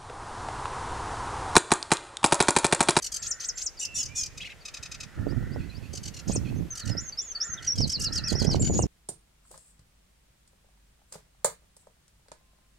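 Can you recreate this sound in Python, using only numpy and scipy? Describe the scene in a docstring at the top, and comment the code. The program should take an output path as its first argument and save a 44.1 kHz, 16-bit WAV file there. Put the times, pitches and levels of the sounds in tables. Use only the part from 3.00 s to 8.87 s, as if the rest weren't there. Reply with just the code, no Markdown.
"""A warbler chatters in dry branches, close in front of a stereo microphone. The membranes of its
syrinx pulse in harsh chips, are chopped by a slower vibration into nasal buzzes, or swing cleanly in
quick whistles, often two sounds at once from the two sides. Soft low whistles arch under its song.
Far off to the right a songbird slurs and rasps and something calls hoarsely. Over the hum of open
country, gusts push eddies against the microphone ports, mostly the right one."""
import sys
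import numpy as np
from scipy import signal
from scipy.fft import rfft, irfft
from scipy.io import wavfile
from scipy.ndimage import uniform_filter1d

SR = 44100
rng = np.random.default_rng(int(sys.argv[2]) if len(sys.argv) > 2 else 0)


def dump_mix(stems):
    """Bounce the given channels to the path in sys.argv[1] as a 16-bit WAV at rate SR."""
    frames = np.atleast_2d(stems).T  # one column per channel
    limited = np.clip(frames, -1, 1)  # hard clip at full scale
    pcm = np.round(limited * 32767).astype(np.int16)
    wavfile.write(sys.argv[1], SR, pcm)


N = 258867
TIME = np.arange(N) / SR

# spectra of open air, wind rumble on a port and the breeze's slow pressure swings: f/Hz, level/dB
AIR_SPECTRUM = [(30, -29), (250, -9.5), (520, -3.5), (900, -10), (2000, -7), (3500, -14.5), (7000, -18),
                (15000, -32)]
RUMBLE_SPECTRUM = [(15, -16), (40, -6), (85, 0), (150, -5), (300, -15), (600, -37), (1500, -60)]
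SWAY_SPECTRUM = [(15, -11), (35, 3), (60, -2), (120, -23), (400, -60)]
# breeze on the microphone between gusts: left level/dB, right level/dB
BREEZE_DB = (-61.5, -58)
# gusts on the microphone ports: t/s, length/s, left level/dB, right level/dB
GUSTS = [(0.123, 0.15, -70, -54.5), (0.858, 0.57, -56, -47), (1.8, 0.26, -62, -46.5),
         (2.184, .44, -39.5, -29), (2.755, 0.45, -54.5, -38), (3.286, 0.33, -36, -27.5),
         (3.873, 0.08, -49, -29), (4.495, 0.25, -52, -44), (4.775, 0.055, -37.5, -27.5),
         (4.976, .3, -41.5, -33.5), (5.317, 0.17, -36.5, -26.5), (5.523, .33, -27.5, -25)]
# single buffets on the right port: t/s, peak level/dB
BUFFETS = [(2.266, -14), (2.56, -20.5), (2.937, -28.5), (3.296, -16), (3.95, -23.5), (4.806, -20),
           (5.318, -16), (5.448, -12.5), (5.545, -11), (5.697, -14.5), (5.791, -8)]

# response of the warbler's throat: f/Hz, level/dB
THROAT = [(1200, -23.5), (2600, -4), (3600, -5.5), (4700, 2.5), (6400, 3.5), (7800, -2.5), (9500, -12),
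          (12500, -20.5), (15500, -34)]
# rattles of three chips: t/s, spacing/s, f/Hz, brightness/(dB per octave), level/dB
RATTLES = [(.028, 0.02, 1582, 7.5, -29.5), (.125, .021, 1600, 8, -29), (2.937, 0.02, 1568, 4, -37),
           (3.038, .022, 1550, 1.5, -37), (3.146, .025, 1442, -1, -41), (3.758, .021, 1536, 5.5, -35.5),
           (3.859, 0.019, 1500, 1, -37.5), (4.63, 0.02, 1587, -0.5, -39.5), (4.761, 0.023, 1614, 1, -37.5),
           (4.879, .022, 1614, 5.5, -33.5), (5.002, .021, 1590, 11.5, -31.5), (5.137, .022, 1664, 5, -34),
           (5.284, .022, 1660, 4.5, -33.5), (5.402, .023, 1696, 2, -34), (5.516, .021, 1594, -2.5, -36),
           (5.626, .024, 1557, -1.5, -35)]
# hoarse calls in the distance: t/s, length/s, level/dB
CAWS = [(0.082, 0.58, -54), (1.651, 0.58, -58.5), (2.1, 0.61, -52.5), (3.155, 0.42, -60.5),
        (3.71, 0.39, -51), (4.333, 0.4, -49), (4.982, 0.57, -48.5)]
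# slurs of the near warbler and the far songbird: t/s, length/s, first, middle and last f/Hz, level/dB
NEAR_SLURS = [(.18, .21, 7580, 7200, 6920, -47), (.55, 0.12, 7330, 7210, 6920, -45.5),
              (2.284, .04, 4720, 4770, 6100, -53.5), (2.516, 0.038, 4680, 4820, 5950, -56),
              (2.746, 0.038, 4610, 4780, 6000, -53), (3.555, 0.046, 5650, 6400, 5680, -59),
              (3.703, 0.049, 6430, 6150, 5900, -37.5), (4.67, 0.069, 6040, 5583, 6030, -25.5)]
FAR_SLURS = [(.8, 0.21, 2566, 2700, 2540, -50), (1.07, 0.22, 2227, 2460, 2345, -53),
             (4.18, .065, 3900, 3510, 3350, -58.5), (4.29, 0.03, 3590, 3260, 2850, -60.5),
             (4.41, 0.037, 3530, 3520, 3850, -58)]
# course of the arched syllable: t/s from its start, f/Hz, level/dB, rasp share 0-1
ARCH_SHAPE = [(0, 3900, -46, .3), (.009, 6750, -29, .1), (.022, 3200, -39.5, 1), (.042, 3150, -41, .9),
              (.052, 6190, -26.5, .05), (.064, 7950, -40.5, .1), (.083, 8750, -46, 0), (.093, 6570, -23, 0),
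              (.1, 5430, -25.5, 0), (.111, 4720, -39, 0)]
# arched syllables: t/s, gain/dB, pitch factor, length factor, summit boost/dB
ARCHES = [(.219, -1.5, 1.035, 1, 2), (0.397, -2.5, 0.99, .99, 1.5), (.571, -2.5, 1.01, 1.003, 1.5),
          (3.274, -6, 1.03, 0.91, 11), (5.729, -6, 1.046, 1.02, 5)]
# pitch range over which the beak opens wide for that boost: low f/Hz, high f/Hz
SUMMIT_HZ = (7000, 8200)
# falling pips between phrases: t/s, length/s, f/Hz, share of pitch lost, level/dB
PIPS = [(0.768, .03, 5270, 0.24, -48.5), (1.606, .026, 4830, .12, -56), (2.694, 0.024, 4190, .07, -53.5),
        (3.804, 0.046, 4790, 0.24, -46), (3.908, 0.034, 5260, 0.064, -38),
        (4.121, 0.0216, 4760, 0.082, -39), (4.348, 0.031, 4680, 0.073, -32.5),
        (4.572, .032, 3870, 0.27, -43.5)]
# partials of the buzz, the nasal scold and the far rasp: multiple of the main line, level/dB
BUZZ_PARTIALS = [(.5, -15.5), (.7, -23), (.8, 1.5), (.9, -3), (1, 2.5), (1.1, -9), (1.2, -10.5), (1.3, -16),
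                 (1.5, -21), (1.7, -31)]
NASAL_PARTIALS = [(.8, -8.5), (1, 0), (1.2, -8), (1.5, -9.5), (2, -14.5), (2.5, -39)]
RASP_PARTIALS = [(1, 3), (1.3, -8.5), (1.7, -5)]
# buzzes: t/s, length/s, top f/Hz, place of the top in the note 0-1, level/dB, tick count
BUZZES = [(0.786, .058, 7470, 0.58, -33, 1), (0.937, 0.086, 7205, 0.21, -30, 3),
          (1.145, .081, 7190, 0.033, -30.5, 2)]
# soft low arching whistles under the warbler's song: t/s, top f/Hz, level/dB
LOW_WHISTLES = [(0.806, 2940, -42.5), (.972, 2970, -45), (4.972, 2880, -50.5), (5.028, 2870, -48),
                (5.169, 2820, -52.5), (5.239, 2660, -48), (5.782, 2880, -51.5)]
# the warbler's scolding notes: t/s, length/s, top f/Hz, level/dB
SCOLDS = [(1.396, 0.045, 3340, -40), (1.437, 0.045, 2940, -41.5), (1.483, .05, 2726, -47.5)]
# the far songbird's hoarse notes: t/s, length/s, lowest f/Hz, level/dB
FAR_RASPS = [(2.58, 0.077, 2505, -57.5), (2.7, 0.05, 2490, -58.5), (2.818, 0.061, 2515, -56.5),
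             (3.3, 0.079, 2470, -54), (3.44, 0.07, 2465, -52)]
# courses of the warbler's three learnt whistles: t/s from the start, f/Hz, level/dB
RISE_SHAPE = [(0, 4900, -39), (.007, 5170, -35), (.018, 5540, -26), (.032, 5890, -37.5),
              (.053, 7340, -42.5), (.095, 6570, -47), (.14, 6350, -35), (.153, 5910, -38.5)]
FALL_SHAPE = [(0, 4640, -39.5), (.008, 5350, -27), (.02, 6020, -41.5), (.042, 5390, -28), (.063, 4500, -28),
              (.075, 4080, -34.5), (.085, 3997, -50)]
THIN_SHAPE = [(0, 6780, -45), (.008, 7280, -32.5), (.018, 7610, -31), (.029, 7200, -27.5),
              (.041, 6890, -39), (.073, 7030, -29), (.107, 6970, -41), (.2, 6720, -31.5)]
# rising whistles: t/s, gain/dB, length factor
RISES = [(3.969, -1.3, .85), (4.174, -0.2, 1), (4.402, 3, .94)]


def amp(db):
    """Decibels to gain."""
    return 10 ** (np.asarray(db) / 20)


def unit(x):
    """Scales to rms 1."""
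    return x / np.sqrt(np.mean(x ** 2) + 1e-20)


def gain_at(spectrum, hz):
    """Reads a spectrum on a log-frequency axis."""
    f, db = np.transpose(spectrum)
    return amp(np.interp(np.log(hz + 1), np.log(f), db))


def noise(spectrum, size):
    """Noise of rms 1 with the given spectrum."""
    gains = gain_at(spectrum, np.fft.rfftfreq(size, 1 / SR))
    return unit(irfft(rfft(rng.standard_normal(size)) * gains, size))


def waver(hz, size):
    """Smooth random motion of rms 1, up to about hz."""
    gains = np.exp(-(np.fft.rfftfreq(size, 1 / SR) / hz) ** 2)
    return unit(irfft(rfft(rng.standard_normal(size)) * gains, size))


def add(mix, s, sound):
    """Mixes a sound in at time s."""
    part = mix[max(round(s * SR), 0):][:len(sound)]
    part += sound[:len(part)]


def progress(length):
    """Runs from 0 to 1 over a note."""
    return np.linspace(0, 1, int(length * SR))


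def swell(u, attack, release):
    """Rise, hold and fall; attack and release are shares of the note."""
    return np.sin(np.pi / 2 * np.clip(np.minimum(u / attack, (1 - u) / release), 0, 1)) ** 2


def faded(x, samples=60):
    """Softens both ends of a sound."""
    k = np.arange(len(x))
    return x * np.minimum(np.minimum(k, k[::-1]) / samples, 1)


def gesture(shape, stretch, inertia_samples=130):
    """Control curves of one note, their corners rounded by the inertia of the muscles."""
    s, *columns = np.transpose(shape)
    s = np.sort(s) * stretch
    t = np.arange(s[0], s[-1], 1 / SR)
    return [uniform_filter1d(np.interp(t, s, column), inertia_samples) for column in columns]


def phase_of(hz, jitter, jitter_hz):
    """Phase of a membrane whose pitch trembles."""
    return 2 * np.pi * np.cumsum(hz * (1 + jitter * waver(jitter_hz, len(hz)))) / SR


def air(hum_db=-56, width=0.83, rustle_db=-63):
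    """The hum of open country all around, and a thin rustle of dry stalks in one gust."""
    centre = noise(AIR_SPECTRUM, N)
    sides = np.array([noise(AIR_SPECTRUM, N) for _ in range(2)])
    stalks = np.array([noise([(4000, -8.5), (8500, -15), (12000, -6), (15500, -25)], N)
                       for _ in range(2)])
    gust = np.exp(-((TIME - 3.35) / 0.76) ** 2)
    return amp(hum_db) * unit(centre + width * sides) + amp(rustle_db) * stalks * gust


def pressure_db(side, attack_s=0.022, release_s=0.063):
    """Wind pressure on one port: gusts that build, hold and ease off over a light breeze."""
    power = amp(BREEZE_DB[side]) ** 2
    for s, length, *ports_db in GUSTS:
        outside = np.maximum(s - TIME, 0) / attack_s + np.maximum(TIME - s - length, 0) / release_s
        power = power + (amp(ports_db[side]) * np.exp(-outside)) ** 2
    return 10 * np.log10(power)


def eddy(width_s):
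    """An eddy passing the port sucks, then pushes."""
    u = np.arange(-5 * width_s, 5 * width_s, 1 / SR) / width_s
    return u * np.exp((1 - u ** 2) / 2)


def wind(full_gust_db=-26, growth=1.65, lumps_db=6, eddies_db=-0.5, flurry_db=5, narrow_db=-14,
         sway_db=-57, hits_per_s=90):
    """Each microphone port rumbles on its own; eddies knock on it, outgrowing the rumble in a gust."""
    out = np.zeros((2, N))
    for side, port in enumerate(out):
        db = pressure_db(side)
        port += amp(db) * unit(noise(RUMBLE_SPECTRUM, N) * amp(lumps_db * np.tanh(waver(31, N))))
        port += amp(sway_db) * noise(SWAY_SPECTRUM, N)
        knocks, flurry = np.zeros(N), np.tanh(waver(30, N))
        for smallness, width_s in zip(np.linspace(0, 1, 5), np.geomspace(.0013, .0003, 5)):
            hits = rng.standard_normal(N) * (rng.random(N) < hits_per_s / SR)
            gain = amp(narrow_db * smallness + flurry_db * flurry * (1 + smallness))
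            knocks += gain * signal.oaconvolve(hits, eddy(width_s), "same")
        port += amp(eddies_db + full_gust_db + growth * (db - full_gust_db)) * unit(knocks)
    for s, db in BUFFETS:
        for k in range(3):  # each big eddy sheds weaker ones behind it
            lag_s = k * rng.uniform(.003, .008)
            add(out[1], s + lag_s, amp(db - 7 * k) * eddy(rng.uniform(.00033, .00065)))
    return out


def chip(length, pitch_hz, bright, sag, half_db=-9, hiss_db=-11):
    """Strong and weak pulses through the throat; the pitch arches, then sags as the pressure goes."""
    u = progress(length)
    hz = pitch_hz * (1 + .02 * rng.standard_normal()) * (1 - sag * (u - .3) ** 2)
    k = np.arange(2, 24)[:, None] / 2  # harmonics and the half lines between them
    throat = [(f, db + bright * np.log2(min(f, 8500) / 6000)) for f, db in THROAT]
    half_lines = np.where(k % 1 > 0, amp(half_db) * 2 * u, 1)  # the pulses grow uneven
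    lines = gain_at(throat, k * hz) * half_lines * (k * hz < SR / 2)
    phase = phase_of(hz, jitter=.024, jitter_hz=800)
    voice = (lines * np.cos(k * phase + rng.uniform(0, np.pi, k.shape))).sum(0)
    hiss = amp(hiss_db) * noise(throat, len(u))
    return unit(unit(voice) + hiss) * np.abs(np.sin(np.pi * u)) ** 1.55


def rattles(dulling=1.8, first_db=-3, first_sag=0.28, later_sag=0.504):
    """The warbler's chips come in quick threes; the later ones are louder, duller and sag more."""
    out = np.zeros(N)
    for s, spacing, hz, bright, db in RATTLES:
        length = .88 * spacing
        for k, (gain_db, sag) in enumerate([(first_db, first_sag), (0, later_sag), (0, later_sag)]):
            note = chip(length, hz, bright - dulling * k, sag)
            add(out, s + k * spacing - length / 2, amp(db + gain_db) * note)
    return out


def caws(resonances_hz=(1430, 1860), width_hz=170, opening=.16):
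    """A distant caller: hoarse noise in two throat resonances that rise as the beak opens."""
    out = np.zeros(N)
    for s, length, db in CAWS:
        u = progress(length)
        phase_per_hz = 2 * np.pi * np.cumsum(1 + opening * (u - .5)) / SR
        call = 0
        for hz in resonances_hz:
            band = waver(width_hz, len(u)) + 1j * waver(width_hz, len(u))
            call += (band * np.exp(1j * hz * phase_per_hz)).real
        add(out, s, amp(db) * unit(call) * np.sqrt(np.abs(np.sin(np.pi * u))))
    return out


def tone(hz, octave_db=-47):
    """A nearly pure whistle that trembles a little in pitch and level."""
    phase = phase_of(hz, jitter=.005, jitter_hz=400)
    flutter = amp(.7 * waver(120, len(hz)))
    return np.sqrt(2) * flutter * (np.sin(phase) + amp(octave_db) * np.sin(2 * phase))


def slurs(notes, attack, release):
    """Whistles that bend smoothly from a first pitch through a middle one to the last."""
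    out = np.zeros(N)
    for s, length, *pitches, db in notes:
        u = progress(length)
        hz = np.polyval(np.polyfit([0, .5, 1], pitches, 2), u)
        add(out, s, amp(db) * swell(u, attack, release) * tone(hz))
    return out


def arches(octave_db=-34, hiss_db=-2):
    """A close whistle that dives, breaks into its octave and a rasp, then soars and drops."""
    out = np.zeros(N)
    for s, gain_db, pitch, stretch, summit_db in ARCHES:
        hz, db, rasp = gesture(ARCH_SHAPE, stretch)
        rasp = np.clip(rasp, 0, 1)
        db = db + np.interp(hz, SUMMIT_HZ, [0, summit_db])
        phase = phase_of(hz * pitch, jitter=0.0086, jitter_hz=700)
        broken = gain_at(THROAT, 2 * hz) * np.sin(2 * phase) + amp(hiss_db) * noise(THROAT, len(hz))
        clean = np.sqrt(2) * (np.sin(phase) + amp(octave_db) * np.sin(2 * phase))
        voice = np.sqrt(1 - rasp) * clean + np.sqrt(rasp) * broken
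        add(out, s, faded(amp(db + gain_db) * voice))
    return out


def pips():
    """Short warbler notes that start quickly and slide down as they fade."""
    out = np.zeros(N)
    for s, length, hz, sag, db in PIPS:
        u = progress(length)
        add(out, s, amp(db) * swell(u, attack=0.22, release=0.5) * tone(hz * (1 - sag * u)))
    return out


def rough_voice(partials, hz, hiss_db, jitter, shimmer=0.37):
    """A slow second vibration chops the tone into unsteady side lines; air hisses through in puffs."""
    phase = phase_of(hz, jitter, jitter_hz=700)
    voice = 0
    for multiple, db in partials:
        gain = amp(db) * (1 + shimmer * waver(150, len(hz)))
        voice += gain * np.cos(multiple * phase + rng.uniform(0, np.pi))
    puffs = unit(np.diff(noise(THROAT, len(hz) + 1)) * (1 + np.cos(phase / 10)))
    return unit(voice) + amp(hiss_db) * puffs


def buzzes(bend=.14, gap_s=0.0032, tick_every_s=0.027, tick_s=0.0184, tick_hz=6700, tick_db=-30):
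    """Each close buzz swells and arches in pitch, then stutters into falling ticks that die away."""
    out = np.zeros(N)
    for s, length, top_hz, top_at, db, ticks in BUZZES:
        u = progress(length)
        hz = top_hz * (1 - bend * np.abs(u - top_at) ** 1.5)
        voice = rough_voice(BUZZ_PARTIALS, hz, hiss_db=-11, jitter=.007)
        add(out, s, amp(db) * swell(u, attack=0.36, release=0.088) * voice)
        u = progress(tick_s)
        for k in range(ticks):
            tick = rough_voice(BUZZ_PARTIALS, tick_hz * (1 - .16 * u), hiss_db=-7, jitter=0.014)
            envelope = amp(tick_db - 5 * k ** 2) * swell(u, attack=0.34, release=0.6)
            add(out, s + length + gap_s + k * tick_every_s, envelope * tick)
    return out


def low_whistles(length_s=0.0513, arch=0.182, lean=0.71):
    """Soft low whistles that arch near 2.9 kHz and drop, under the warbler's song."""
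    out, u = np.zeros(N), progress(length_s)
    for s, top_hz, db in LOW_WHISTLES:
        hz = top_hz * (1 - arch * (2 * u ** lean - 1) ** 2)
        add(out, s, amp(db) * swell(u, attack=0.34, release=0.36) * tone(hz))
    return out


def chucks(lone_s=1.381, start_s=1.659, every_s=.0875, pairs=5, lag_s=0.027,
           length_s=.019, hz=1299, db=-36):
    """Low warbler chips: one alone, then evenly paced pairs, the second chip softer and duller."""
    out = np.zeros(N)
    add(out, lone_s - length_s / 2, amp(-2.5) * chip(length_s, hz, bright=-3.5, sag=0.3))
    for s in start_s + every_s * np.arange(pairs) - length_s / 2:
        add(out, s, chip(length_s, hz, bright=-3.5, sag=0.3))
        add(out, s + lag_s, amp(-3.5) * chip(length_s, hz, bright=-6.5, sag=0.51))
    return amp(db) * out


def scolds(arch=0.46, lean=1.3):
    """Close nasal notes whose pitch arches with the pressure."""
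    out = np.zeros(N)
    for s, length, top_hz, db in SCOLDS:
        u = progress(length)
        hz = top_hz * (1 - arch * (2 * u ** lean - 1) ** 2)
        voice = rough_voice(NASAL_PARTIALS, hz, hiss_db=-14.5, jitter=0.02)
        add(out, s, amp(db) * swell(u, attack=0.29, release=0.17) * voice)
    return out


def far_rasps(scoop=0.143):
    """The far songbird's hoarse notes dip in pitch and come back up."""
    out = np.zeros(N)
    for s, length, low_hz, db in FAR_RASPS:
        u = progress(length)
        hz = low_hz * (1 + scoop * (2 * u - 1) ** 2)
        voice = rough_voice(RASP_PARTIALS, hz, hiss_db=-14, jitter=0.032)
        add(out, s, amp(db) * swell(u, attack=0.27, release=0.17) * voice)
    return out


def whistle(shape, stretch=1):
    """The syrinx follows one learnt course of pitch and level."""
    hz, db = gesture(shape, stretch)
    return faded(amp(db) * tone(hz))


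def whistles(falls=7, falls_start_s=4.778, every_s=.1143, step_db=-0.64, thin_s=5.594):
    """The warbler ends on three rising whistles, a fading series of falling ones and a thin note."""
    out = np.zeros(N)
    for s, db, stretch in RISES:
        add(out, s, amp(db) * whistle(RISE_SHAPE, stretch))
    for k in range(falls):
        stretch = 1 + 0.021 * rng.standard_normal()
        add(out, falls_start_s + k * every_s, amp(0.2 + k * step_db) * whistle(FALL_SHAPE, stretch))
    add(out, thin_s, whistle(THIN_SHAPE))
    return out


def outdoors(x, twigs_db, field_db, twigs_t60=0.065, field_t60=0.52):
    """At the microphone: direct sound, quick scatter from branches and ground, a tail from the field."""
    t = np.arange(SR // 2) / SR
    out = np.array([x, x])
    for db, t60 in ((twigs_db, twigs_t60), (field_db, field_t60)):
        echoes = rng.standard_normal((2, len(t))) * (rng.random((2, len(t))) < .06)
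        echoes *= (t > .002) * amp(-60 * t / t60)
        echoes /= np.linalg.norm(echoes, axis=1, keepdims=True)
        out = out + amp(db) * signal.fftconvolve(x[None], echoes, axes=1)[:, :N]
    return out


def pan(stereo, right_db):
    """Raises the right channel by right_db and lowers the left as much."""
    return stereo * amp(np.array([[-1], [1]]) * right_db)


def scene():
    """The warbler close in front, the other birds far off to the right, wind on the microphone."""
    harsh = rattles() + chucks() + buzzes() + scolds() + arches()
    clear = whistles() + pips() + slurs(NEAR_SLURS, attack=0.097, release=.3)
    warbler = outdoors(harsh + clear, twigs_db=-4.5, field_db=-19.5)
    far_song = slurs(FAR_SLURS, attack=0.12, release=0.18) + far_rasps()
    soft_notes = outdoors(far_song + low_whistles(), twigs_db=-7.5, field_db=-6.0)
    caller = outdoors(caws(), twigs_db=-14.0, field_db=-11.5)
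    head_turn_db = -0.5 + np.clip(TIME - 3, 0, 1)  # the warbler turns its head to the right
    return pan(warbler, head_turn_db) + pan(soft_notes, 3.5) + pan(caller, 0.8) + air() + wind()


def record(dry, edge_hz=15750):
    """The recorder's band limit, with both ends softened."""
    soft_ends = np.array([faded(channel) for channel in dry])
    lowpass = signal.firwin(511, edge_hz, window=("kaiser", 9), fs=SR)
    return signal.oaconvolve(soft_ends, lowpass[None], "same")


dry = scene()
out = record(dry)
dump_mix(out)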